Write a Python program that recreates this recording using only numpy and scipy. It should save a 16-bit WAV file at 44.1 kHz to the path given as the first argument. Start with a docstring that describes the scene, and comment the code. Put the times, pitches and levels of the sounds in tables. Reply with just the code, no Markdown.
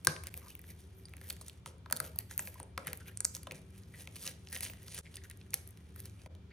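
"""A metal pick chips the shattered back glass off a phone, heard close up on a workbench's rubber mat.
Shards snap with sharp ticks that knock the case and bump the bench; between snaps the steel tip grinds
through glass crumbs and glue, flicks off splinters and squeaks. The small room answers softly and
ventilation hums in it. Two closely spaced microphones listen from above."""
import sys
import numpy as np
from scipy import signal
from scipy.fft import rfft, irfft, next_fast_len
from scipy.io import wavfile

SR = 44100
rng = np.random.default_rng(int(sys.argv[2]) if len(sys.argv) > 2 else 0)


def inscribe(sig):
    """Save sig as 16-bit PCM at rate SR to the path in sys.argv[1].

    A 1-D sig is mono; a 2-D sig holds one channel per row.
    Samples are clipped to [-1, 1] before scaling.
    """
    pcm = np.round(np.clip(np.atleast_2d(sig).T, -1, 1) * 32767)
    wavfile.write(sys.argv[1], SR, pcm.astype(np.int16))


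N = 287532

# The colour of a crack, close up. Each row: frequency in Hz, relative level in dB.
CRACK_SPECTRUM = [(900, -36.5), (2100, -78), (3000, -5), (4400, 11.5), (5600, 3), (7200, 9), (9000, 10.5),
                  (11500, 8.5), (15000, 12.5), (16500, -1.5)]
# The phone's case and the bench under it. Each row: pitch in Hz, width in Hz, relative level in dB.
CASE_MODES = [(606, 62, 7.5), (979, 110, 3), (1260, 140, 2.5), (1640, 250, 0.5), (1900, 270, 3.5),
              (2347, 1200, -1.5)]
BENCH_MODES = [(100, 46.2, 0.5), (149, 27.2, 3), (235, 49, -10), (443, 152, -15), (546, 240, -15.5),
               (730, 670, -30.5)]
# Glass snapping just below the microphones. Each row: start in seconds, crack decay in ms, crack level
# in dB, shard level in dB, shard pitch in Hz, knock level in dB, knock pitch in Hz. Levels are relative.
SNAPS = [(0.0483, 2.4, -24.5, -32, 14900, -46, 1960), (0.0709, 0.4, -12.5, -14, 4800, -22.5, 1350),
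         (0.0712, 0.3, -30, -15, 8800, -40, 1900), (0.164, 0.87, -50, -43.5, 2800, -43, 1550),
         (0.2362, 3, -31.5, -53, 13800, -47, 1900), (0.27, 0.93, -28, -42, 14000, -47.5, 2800),
         (0.341, 0.24, -36, -39, 14200, -42, 2500), (0.3759, 0.46, -37.5, -37.5, 13700, -54, 666),
         (0.5522, .3, -66, -38, 14800, -49.5, 2600), (0.5925, 0.69, -46.5, -46, 14400, -54, 2110),
         (0.6403, 0.94, -50, -60, 2520, -53, 1820), (1.0845, 1, -54, -55, 4200, -59, 1900),
         (1.1367, 0.25, -43, -59, 2400, -43, 2000), (1.168, 0.6, -56, -69, 2580, -53, 1900),
         (1.1805, 0.6, -56, -65, 3000, -55, 1900), (1.366, 0.8, -43, -55, 2600, -54, 1900),
         (1.2135, 1.4, -40.5, -64, 4990, -46.5, 1900), (1.3008, 0.67, -25, -43, 12600, -45, 2250),
         (1.3044, 0.76, -24, -37, 2650, -41.5, 1990), (1.412, 5.2, -35, -44, 8340, -48, 830),
         (1.4825, 1.3, -34, -40.5, 8100, -59, 1230), (1.497, 0.81, -38, -45, 2400, -80, 2470),
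         (1.66, 0.87, -35, -43.5, 2600, -39, 1060), (1.8598, 2.3, -55.5, -52, 2540, -41.5, 1050),
         (1.9001, 1.3, -39, -51, 2560, -43, 1370), (1.9107, 0.37, -32.5, -45, 13900, -40.5, 730),
         (1.9253, 1.15, -12, -30, 14200, -27.5, 1460), (1.9647, 0.77, -24, -43, 10400, -65, 600),
         (1.9703, 1.1, -25, -54, 8800, -66, 2200), (2.0014, 1.5, -17.5, -29, 9600, -29, 1460),
         (2.159, 2.3, -42, -41, 13700, -51.5, 560), (2.1883, 0.66, -18.5, -26.5, 12800, -46, 2800),
         (2.3108, 2.1, -36, -42, 7040, -42, 1730), (2.3787, 0.22, -31, -22.5, 14200, -46, 2270),
         (2.3932, 0.37, -42, -26.5, 7800, -32, 1500), (2.4733, 1.4, -32.5, -56, 2500, -39, 2460),
         (2.6, 1.4, -38.5, -58, 9040, -39.5, 660), (2.7771, 1.7, -29.5, -35, 3820, -31, 1210),
         (2.87, 1.9, -30.5, -30, 12300, -38.5, 1320), (2.8793, 0.46, -31, -72, 2520, -38.5, 1800),
         (2.9315, 0.084, -29, -33.5, 13400, -40, 1630), (3.1733, 0.25, -33.5, -30.5, 8700, -58, 2370),
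         (3.2048, 1.2, -30, -23.5, 8770, -42, 1390), (3.247, 0.86, -23.5, -23.5, 8500, -47.5, 1320),
         (3.251, 0.13, -22, -16, 7580, -38.5, 1400), (3.35, 0.92, -45, -31.5, 5930, -53, 2380),
         (3.3664, 0.52, -32.5, -38, 7500, -51, 990), (3.4314, 2, -37, -45.5, 10500, -55.5, 2330),
         (3.47, 2.4, -41, -40, 2280, -39, 876), (3.5105, 3.3, -39, -41, 2380, -35.5, 2600),
         (3.52, 1.7, -33, -60, 2500, -42.5, 2400), (4.0739, 0.54, -41, -45.5, 2920, -40.5, 2560),
         (4.1568, 1.6, -36.5, -59, 2600, -55, 2200), (4.266, 1, -51, -35.5, 2900, -49, 2540),
         (4.276, 0.98, -26, -30.5, 4640, -40.5, 2700), (4.4721, 0.43, -57, -46.5, 2990, -48.5, 2600),
         (4.5269, 4.4, -27, -35, 12600, -43.5, 1890), (4.563, 0.76, -33, -33.5, 2430, -36.5, 1900),
         (4.607, 1.6, -26.5, -36, 11100, -41.5, 2080), (4.6306, 6.8, -22.5, -35, 11900, -42, 2170),
         (4.6617, 8.2, -33, -38, 2620, -42, 2130), (4.6985, 2.6, -38, -52, 15200, -42, 2750),
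         (4.882, 0.42, -40, -42.5, 4070, -52, 1480), (4.9449, 3.7, -30.5, -39, 11800, -55, 1350),
         (4.988, 3, -29, -39, 7100, -45.5, 730), (5.157, 0.22, -41, -37.5, 9450, -80, 560),
         (5.1683, 1.7, -34, -43, 3800, -47.5, 2430), (5.2994, 1, -36.5, -49, 10600, -77, 562),
         (5.3121, 1.3, -37.5, -48.5, 2560, -62, 1900), (5.413, 2.3, -74, -50, 2720, -52.5, 2320),
         (5.5346, 1.4, -56, -40, 2500, -40, 1970), (5.5412, 1.2, -16, -22, 10800, -39, 2050),
         (5.5414, 1.7, -28, -32.5, 3600, -60, 2100), (5.9603, 2.4, -44, -44, 13200, -52, 1110),
         (6.0555, 0.9, -34.5, -61, 9040, -67, 1940), (5.7735, 1.14, -45, -58, 2700, -60, 2170),
         (6.2606, 2.4, -45.5, -53.5, 1960, -43.5, 683), (6.3508, 1.8, -51.5, -58, 2420, -63, 551)]


def snaps(shard_width_hz=2400, knock_width_hz=800, clean_ms=.55, crumble=.81, grip_detune=.035):
    """A crack runs through the glass; the freed shard and the tip ring, and case and bench are jolted."""
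    glass, case, ms = np.zeros(N), np.zeros(N), np.arange(2048) / SR * 1000
    step = blow(1.0 * (ms == 0))
    for start, decay_ms, crack_db, shard_db, shard_hz, knock_db, knock_hz in SNAPS:
        decay_ms = max(decay_ms, .1)
        # a short snap is nearly one clean step, a long one a run of small breaks
        crack, shard = [step * clean_ms / decay_ms + blow(burst(ms, decay_ms)) for _ in range(2)]
        shard = resonate(resonate(shard, shard_hz, shard_width_hz), shard_hz, 2 * shard_width_hz)
        add(glass, start, from_db(crack_db - 6.5) * blow(colour(crack, CRACK_SPECTRUM)))
        add(glass, start, from_db(shard_db) * blow(shard))
        add(glass, start, from_db(min(crack_db, -31) - 21) * shard_ring(ms / 1000))
        jolt = step + crumble * blow(burst(ms, 1))
        # where the tip bears decides which of the case's modes speak; the changing grip detunes them
        jolt = resonate(resonate(jolt, knock_hz, knock_width_hz), knock_hz, 2 * knock_hz)
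        held = [(hz * np.exp(grip_detune * rng.normal()), width, db) for hz, width, db in CASE_MODES]
        add(case, start, from_db(knock_db) * blow(body(jolt, held)))
        # the case rattles on the mat a moment longer; the mat swallows the hardest jolts
        rattle = resonate(burst(ms, 9), hz=770, width=660)
        add(case, start, from_db(min(knock_db, -30) - 9) * blow(body(rattle, BENCH_MODES)))
    tip_ring = from_db(-5) * resonate(glass, hz=15250, width=600)
    return glass + tip_ring + case


def shard_ring(t, low_hz=1200, high_hz=10500, t60=.02, count=9):
    """Every shard has a shape of its own, and so a few thin modes of its own."""
    hz = low_hz * (high_hz / low_hz) ** ((np.arange(count) + rng.random(count)) / count)
    return blow(np.sin(2 * np.pi * hz[:, None] * t).sum(0) * from_db(-60 * t / t60))


# Splinters flicking off the tip, too light to knock the case.
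# Each row: start in seconds, pitch in Hz, level in dB.
SPLINTERS = [(0.5657, 14600, -56), (0.6158, 14300, -46), (0.6776, 14100, -55), (1.093, 14800, -52),
             (1.1672, 11600, -45), (1.242, 13000, -49), (1.3266, 13500, -39), (1.4637, 6500, -48),
             (1.675, 7460, -53), (1.782, 8900, -61), (1.9588, 12700, -42), (2.338, 7000, -50),
             (2.436, 14500, -51), (2.5431, 13700, -44), (2.9735, 12400, -39), (3.0806, 13100, -43.5),
             (3.3447, 7350, -46), (3.357, 9500, -46), (3.705, 10000, -60.5), (3.7821, 14600, -52),
             (3.835, 5040, -54), (3.978, 7000, -54), (3.99, 8000, -58), (4.0074, 7900, -51),
             (4.02, 10000, -46), (4.2553, 7200, -40), (4.487, 4300, -47), (4.574, 12700, -35),
             (4.672, 9000, -41), (4.7351, 3000, -46), (4.8305, 14000, -46), (5.142, 3400, -47),
             (5.238, 7200, -48), (5.373, 11030, -51), (5.506, 8350, -46.5), (5.6753, 12700, -41.5),
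             (5.6891, 12000, -49.5), (5.7075, 12400, -49), (6.0024, 11700, -37.5), (6.097, 5960, -53.5),
             (6.218, 4424, -56)]


def splinter_ticks(width_hz=3500, decay_ms=1.0):
    """A splinter parts in about a millisecond, at a pitch set by its size."""
    out, ms = np.zeros(N), np.arange(512) / SR * 1000
    for start, hz, db in SPLINTERS:
        add(out, start, from_db(db) * blow(resonate(burst(ms, decay_ms), hz, width_hz)))
    return out


# The tip resting on the glass. Each row: start in seconds, end in seconds.
CONTACT = [(0.0, 1.6), (1.897, 2.2), (2.801, 6.275)]
# That light touch, heard from above: grit, case rumble and fine splinters, each in dB.
LIGHT_TOUCH_DB = [-74.5, -78.5, -82.5]
# Pushes through the crumbs. Each row: hardest moment in seconds, swell time in seconds,
# then the levels of grit, case rumble and fine splinters in dB.
PUSHES = [(0.091, 0.028, -63.5, -53, -48), (0.27, 0.019, -55.5, -55, -60), (0.375, 0.047, -58.5, -62, -51),
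          (0.501, 0.098, -57, -68, -55), (0.706, 0.073, -59, -64, -54.5),
          (0.811, 0.071, -59.5, -75.5, -63.5), (0.98, 0.034, -72, -100, -58.5),
          (1.3, 0.083, -52, -55, -47.5), (1.476, 0.091, -58, -66.5, -62.5),
          (1.664, 0.0065, -50.5, -57, -80), (2.048, 0.093, -52.5, -55, -48.5),
          (2.197, 0.021, -56, -57, -48.5), (2.317, 0.027, -51.5, -63, -53), (2.392, 0.017, -47, -73, -37.5),
          (2.465, 0.069, -55.5, -81, -44), (2.589, 0.33, -63.5, -64, -68.5),
          (2.796, 0.016, -57, -65.5, -74), (2.883, 0.041, -50, -51, -67), (2.95, .03, -62.5, -73, -54.5),
          (3.004, 0.017, -59.5, -75, -83), (3.079, 0.027, -58, -57, -53), (3.255, .012, -66, -76, -46),
          (3.35, 0.027, -50.5, -60, -49.5), (3.552, 0.014, -52, -56, -63.5), (3.781, 0.12, -63, -70, -66.5),
          (4.013, 0.095, -51.5, -56, -53.5), (4.162, 0.048, -52, -58, -57.5), (4.226, 0.094, -50, -61, -52),
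          (4.264, 0.027, -38.5, -50, -44), (4.554, 0.05, -42.5, -54, -47.5), (4.65, 0.062, -40.5, -52, -47),
          (4.743, 0.035, -72, -60, -64), (4.865, 0.072, -63, -61, -56), (4.976, 0.14, -45, -55.5, -62.5),
          (5.147, 0.033, -55.5, -65, -71), (5.244, 0.025, -59, -70, -59), (5.536, 0.005, -43, -72, -45.5),
          (5.994, 0.034, -57.5, -66, -51), (6.058, 0.028, -56.5, -63, -60.5),
          (6.215, 0.058, -63.5, -65.5, -83)]


def pressure(swell_db=19, roundness=.86):
    """Levels of grit, rumble and splinters: each push swells and lets go, over the resting touch."""
    t = np.arange(0, N, 40) / SR
    resting = sum((t >= start) & (t < end) for start, end in CONTACT)
    power = resting * from_db(LIGHT_TOUCH_DB)[:, None] ** 2
    for peak, swell_s, *levels_db in PUSHES:
        release_s = .049 + .11 * swell_s  # a slow push also lets go slowly
        away = np.maximum((peak - t) / swell_s, (t - peak) / release_s)
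        power += from_db(np.array(levels_db)[:, None] - swell_db * away ** roundness) ** 2
    return [np.interp(np.arange(N) / SR, t, np.sqrt(layer)) for layer in power]


# Grit and fine splinters at close range. Each row: frequency in Hz, relative level in dB.
GRIT_SPECTRUM = [(1200, -11), (2200, 4), (3400, 6.5), (5000, 6), (7500, 7.5), (9300, 8), (11000, 6),
                 (13000, 1.5)]
SPLINTER_SPECTRUM = [(8000, -51.5), (11000, 4.5), (12500, 14.5), (14300, 14), (15400, 0.5), (16400, -16.5)]


def scrape(heavy_db=-55, burst_s=.0011, steady_grind=.55, wander_db=6.5, mat_limit_db=-56.5):
    """The tip crushes crumbs in uneven clumps; the same slips shake bench, case, grit and splinters."""
    grit, rumble, fine = pressure()
    # a light touch catches on single edges; a heavy one crushes evenly
    catches = from_db(8.5) * slips(per_s=80, spread_db=2) / (1 + (grit + fine) / from_db(heavy_db))
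    # crumbs give way in short bursts over a steady grind
    breaks = np.abs(slips(per_s=520, spread_db=1.6))
    grind = steady_grind + signal.lfilter([1], [1, -np.exp(-1 / (burst_s * SR))], breaks + 1e-18)
    shared = slips(per_s=7000)
    on_case, on_grit, on_fine = [catches + grind * (shared + .98 * slips(per_s=8000)) for _ in range(3)]
    # as the tip moves over the case its modes come and go
    push = resonate(on_case, hz=2300, width=2200)
    case = sum(from_db(db + wander_db * drift(24)) * resonate(push, hz, width)
               for hz, width, db in CASE_MODES)
    bench = from_db(-1.5) * rms_one(body(resonate(on_case, hz=470, width=520), BENCH_MODES))
    crunch = grit * rms_one(colour(rms_one(on_grit) + crumbs(on_fine), GRIT_SPECTRUM))
    sizzle = fine * rms_one(colour(on_fine, SPLINTER_SPECTRUM))
    return crunch + sizzle + rumble * rms_one(case) + np.minimum(rumble, from_db(mat_limit_db)) * bench


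def slips(per_s, spread_db=.5):
    """Tiny stick-slip clicks, most weak and a few stronger."""
    sizes = from_db(spread_db * np.minimum(rng.exponential(1, N), 4.5)) * rng.choice([-1, 1], N)
    return sizes * (rng.random(N) < per_s / SR)


def crumbs(force, width_hz=750, count=14):
    """Each slip breaks a crumb of its own size, which rings at its own pitch."""
    size, pitches_hz = rng.integers(0, count, N), np.linspace(2000, 12000, count)
    return rms_one(sum(resonate(force * (size == k), hz, width_hz) for k, hz in enumerate(pitches_hz)))


# Short, gritty rubs across the case. Each row: start in seconds, length in seconds, pitch in Hz,
# level in dB.
SQUEAKS = [(0.411, 0.05, 1050, -67.5), (0.453, 0.032, 1120, -63.5), (0.489, 0.037, 2660, -65),
           (0.677, 0.045, 2170, -66), (2.891, 0.062, 1900, -64), (2.999, 0.026, 1430, -61.5),
           (3.056, 0.01, 2170, -69), (3.074, 0.028, 1530, -62), (3.11, 0.017, 1900, -69),
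           (3.936, 0.015, 1840, -58.5), (4.518, 0.064, 1800, -55), (5.049, 0.029, 2110, -59.5),
           (5.17, 0.021, 1830, -62.5), (5.213, 0.012, 1780, -68), (5.232, 0.031, 1760, -62.5),
           (5.302, 0.015, 1900, -59.5), (5.95, 0.03, 2050, -72), (5.986, 0.01, 1900, -66),
           (6.043, 0.028, 1680, -72), (6.502, 0.023, 1985, -66)]


def squeaks(slips_per_s=280, uneven=.35, slip_ms=.96, width_hz=190, pitch_scatter=.06):
    """The pick sticks and slips; each slip is a tiny scratch that rings the case at a pitch of its own."""
    out, ms = np.zeros(N), np.arange(512) / SR * 1000
    for start, length, hz, db in SQUEAKS:
        gaps, wander = rng.standard_normal((2, 64))
        times = np.cumsum(np.exp(uneven * gaps)) / slips_per_s
        pitches = hz * np.exp(pitch_scatter * wander)
        scratches = [burst(ms, slip_ms) for _ in times]
        rub = np.zeros(int(length * SR) + len(ms))
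        for at, pitch, scratch in zip(times[times < length], pitches, scratches):
            modes = [(pitch, width_hz, 0), (2.3 * pitch, 2 * width_hz, -13)]
            swell = np.sqrt(np.sin(np.pi * at / length))
            add(rub, at, swell * blow(body(resonate(scratch, pitch, pitch), modes)))
        add(out, start, from_db(db) * rms_one(rub))
    return out


# Notes ringing on after the pick. Each row: start in seconds, pitch in Hz, peak level in dB,
# time to fall 60 dB in seconds.
RINGS = [(0.0712, 1585, -18, 0.033), (0.0712, 1198, -21, 0.013), (1.0545, 4780, -42.5, 0.022),
         (2.003, 625, -40, 0.055), (1.055, 9100, -45.5, 0.023), (1.482, 9160, -40, 0.017),
         (2.557, 1007, -49.5, 0.05), (2.6001, 9500, -35, 0.007), (2.63, 9060, -35, 0.0077),
         (2.778, 1150, -29, 0.013), (2.7785, 1370, -31, 0.013), (3.473, 995, -43, 0.03),
         (4.288, 15250, -44, 0.065), (4.5, 15200, -50, .1), (4.699, 15250, -43, .12),
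         (5.541, 2250, -32, 0.012), (5.541, 1750, -36, 0.012)]


def rings():
    """The phone's frame, loose pieces and the steel tip sound short, clear notes."""
    out, t = np.zeros(N), np.arange(SR // 5) / SR
    for start, hz, db, t60 in RINGS:
        add(out, start, from_db(db - 60 * t / t60) * np.sin(2 * np.pi * hz * t))
    return out


# The reverberant tail after a bump. Each row: pitch in Hz, width in Hz, relative level in dB.
TAIL_MODES = [(440, 220, 4), (780, 830, -7), (1280, 200, -4)]
# Bumps down on the bench top. Each row: start in seconds, bump level in dB, tail level in dB.
BUMPS = [(0.072, -24, -50.5), (1.662, -52, -60), (1.928, -44, -55.5), (2.003, -45, -53), (2.6, -38.5, -60),
         (2.778, -44, -53.5), (2.87, -39.5, -55), (3.472, -57, -57), (3.512, -39, -65), (5.542, -45, -75),
         (6.26, -39.5, -61)]


def bumps(settle_s=.005, thud_hz=150, tail_t60=.34, grains_per_s=900):
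    """The phone settles on the mat and the bench booms; a rough low-mid reverberant tail dies away."""
    out, t = np.zeros(N), np.arange(SR // 4) / SR
    for start, bump_db, tail_db in BUMPS:
        push = resonate(rng.standard_normal(len(t)) * t * np.exp(-t / settle_s), thud_hz, 2 * thud_hz)
        grains = rng.standard_normal(len(t)) * (rng.random(len(t)) < grains_per_s / SR)
        tail = rms_one(body(grains, TAIL_MODES))
        add(out, start, from_db(bump_db) * blow(body(push, BENCH_MODES)))
        add(out, start, from_db(tail_db - 60 * t / tail_t60) * tail)
    return out


# The small room, heard from the bench. Each row: frequency in Hz, gain in dB.
ROOM_COLOUR = [(100, -11.5), (300, -4), (520, -1.5), (1500, -12), (3000, -14.5), (6000, -16.5),
               (10000, -18), (13000, -22.5), (16000, -33.5)]


def room(x, t60=.42, build_s=.00087):
    """The room answers with a diffuse tail that builds up in a few milliseconds."""
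    t = np.arange(int(.7 * SR)) / SR
    tail = rng.standard_normal((2, len(t))) * from_db(-60 * t / t60) * (1 - np.exp(-t / build_s))
    tail = colour(tail / np.sqrt(np.sum(tail ** 2) / 2), ROOM_COLOUR)
    return spread_out(*signal.fftconvolve(x[None], tail, axes=1)[:, :N])


# Ventilation hum in the background. Each row: pitch in Hz, width in Hz, level in dB.
HUM_LINES = [(78.97, 3.3, -58.5), (103.05, 1.6, -59.5), (160.3, 6.1, -64), (190.6, 2.3, -67.5),
             (279.5, 3.9, -77.5), (381.1, 10, -71.5), (2350, 50, -83)]
# Air noise all around the microphones. Each row: frequency in Hz, relative level in dB.
AIR_SPECTRUM = [(20, -33.5), (35, -30), (55, -2), (80, 7), (125, -6), (170, -7), (300, -14), (450, -17.5),
                (620, -29), (950, -28.5), (1400, -29), (2500, -36.5), (3300, -31), (3900, -36),
                (10000, -46), (16000, -47)]


def ventilation(air_db=-57.5):
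    """The ventilation sounds wavering hum lines over soft air noise."""
    hum = sum(from_db(db) * rms_one(resonate(rng.standard_normal(N + SR), hz, width)[SR:])
              for hz, width, db in HUM_LINES)
    air = rms_one(colour(rng.standard_normal((2, N + SR)), AIR_SPECTRUM)[:, SR:])
    return hum + spread_out(*from_db(air_db) * air)


def spread_out(mid, side, apart_hz=600, alike_hz=7000):
    """Diffuse sound is alike at both microphones in the bass and differs most in the middle range."""
    side = signal.sosfilt(signal.butter(1, [apart_hz, alike_hz], "band", fs=SR, output="sos"), side)
    return np.array([mid + side, mid - side])


def from_db(db):
    return 10 ** (np.asarray(db) / 20)


def rms_one(x):
    return x / np.sqrt(np.mean(x ** 2) + 1e-20)


def blow(x):
    """Scales a short sound to the energy of one millisecond at full level."""
    return x * np.sqrt(SR / 1000 / (np.sum(x ** 2) + 1e-20))


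def burst(ms, decay_ms):
    """Noise that starts at once and dies away."""
    return rng.standard_normal(len(ms)) * np.exp(-ms / decay_ms)


def drift(turns_per_s):
    """A smooth random wander with a spread near 1."""
    return np.interp(np.arange(N) / SR * turns_per_s, np.arange(4000), rng.standard_normal(4000))


def add(out, start, x):
    """Mixes a short sound in at a start time in seconds."""
    at = max(round(start * SR), 0)
    out[at:at + len(x)] += x[:max(len(out) - at, 0)]


def colour(x, points):
    """Causal (minimum-phase) filter that follows a short spectrum."""
    size = 2 * next_fast_len(x.shape[-1] // 2 + 2048)
    hz, db = np.transpose(points)
    gain = from_db(np.interp(np.log(np.arange(size // 2 + 1) * SR / size + 1), np.log(hz), db))
    cepstrum = irfft(np.log(gain)) * np.r_[1, np.full(size // 2 - 1, 2), 1, np.zeros(size // 2 - 1)]
    return irfft(rfft(x, size) * np.exp(rfft(cepstrum)))[..., :x.shape[-1]]


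def resonate(x, hz, width):
    """One resonance with gain 1 at its top and a width in Hz."""
    r = np.exp(-np.pi * width / SR)
    feedback = [1, -2 * r * np.cos(2 * np.pi * hz / SR), r * r]
    return signal.lfilter(np.array([1, 0, -1]) * (1 - r * r) / 2, feedback, x + 1e-18)


def body(x, modes):
    """Resonances side by side, with alternating signs."""
    return sum((-1) ** k * from_db(db) * resonate(x, hz, width) for k, (hz, width, db) in enumerate(modes))


def scene():
    """Glass and case sound close by, with the room and its ventilation around them."""
    work = snaps() + splinter_ticks() + scrape() + squeaks() + bumps() + rings()
    return work + room(work) + ventilation()


# The microphone pair above the bench. Each row: frequency in Hz, phase lead of the left port in radians.
PORT_PHASE = [(500, 0), (1100, -.7), (1900, 0), (3200, 0), (3900, 1.2), (5000, 1.2), (6000, .35),
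              (6800, 1.2), (8500, 5.3), (9500, 6.3), (10800, 7.1), (13200, 8.8), (16500, 8.9)]
# The pair's balance. Each row: frequency in Hz, left minus right level in dB.
PORT_BALANCE = [(200, .5), (700, 3.3), (1300, 1.2), (2400, -.3), (4400, 0), (6500, -1.8), (7600, -3.5),
                (8800, 0)]


def ports(x):
    """The two microphone ports differ in phase and level, each pitch in its own way."""
    size = next_fast_len(N + 2048)
    hz = np.arange(size // 2 + 1) * SR / size
    lead = np.interp(hz, *np.transpose(PORT_PHASE))
    lean = from_db(np.interp(hz, *np.transpose(PORT_BALANCE)) / 2)
    return irfft(rfft(x, size) * np.array([lean, np.exp(-1j * lead) / lean]), size)[:, :N]


# Brief dips in both channels. Each row: time in seconds, recovery in seconds, nominal depth in dB.
DIPS = [(0.296, 0.0039, -29), (5.013, 0.026, -21), (6.277, 0.021, -15)]


def record(dry, ceiling=.7, dip_onset_s=.004, cutoff_hz=16950):
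    """Two ports hear the bench; peaks are rounded; the level dips briefly three times; the top is cut."""
    t = np.arange(N) / SR
    rounded = ceiling * np.tanh(ports(dry) / ceiling)
    dip_db = sum(db * np.clip((t - at) / dip_onset_s + .5, 0, 1) * np.exp(-((t - at) / recovery) ** 2)
                 for at, recovery, db in DIPS)
    lowpass = signal.ellip(10, .2, 80, cutoff_hz, fs=SR, output="sos")
    return signal.sosfilt(lowpass, rounded * from_db(dip_db))


dry = scene()
out = record(dry)
inscribe(out)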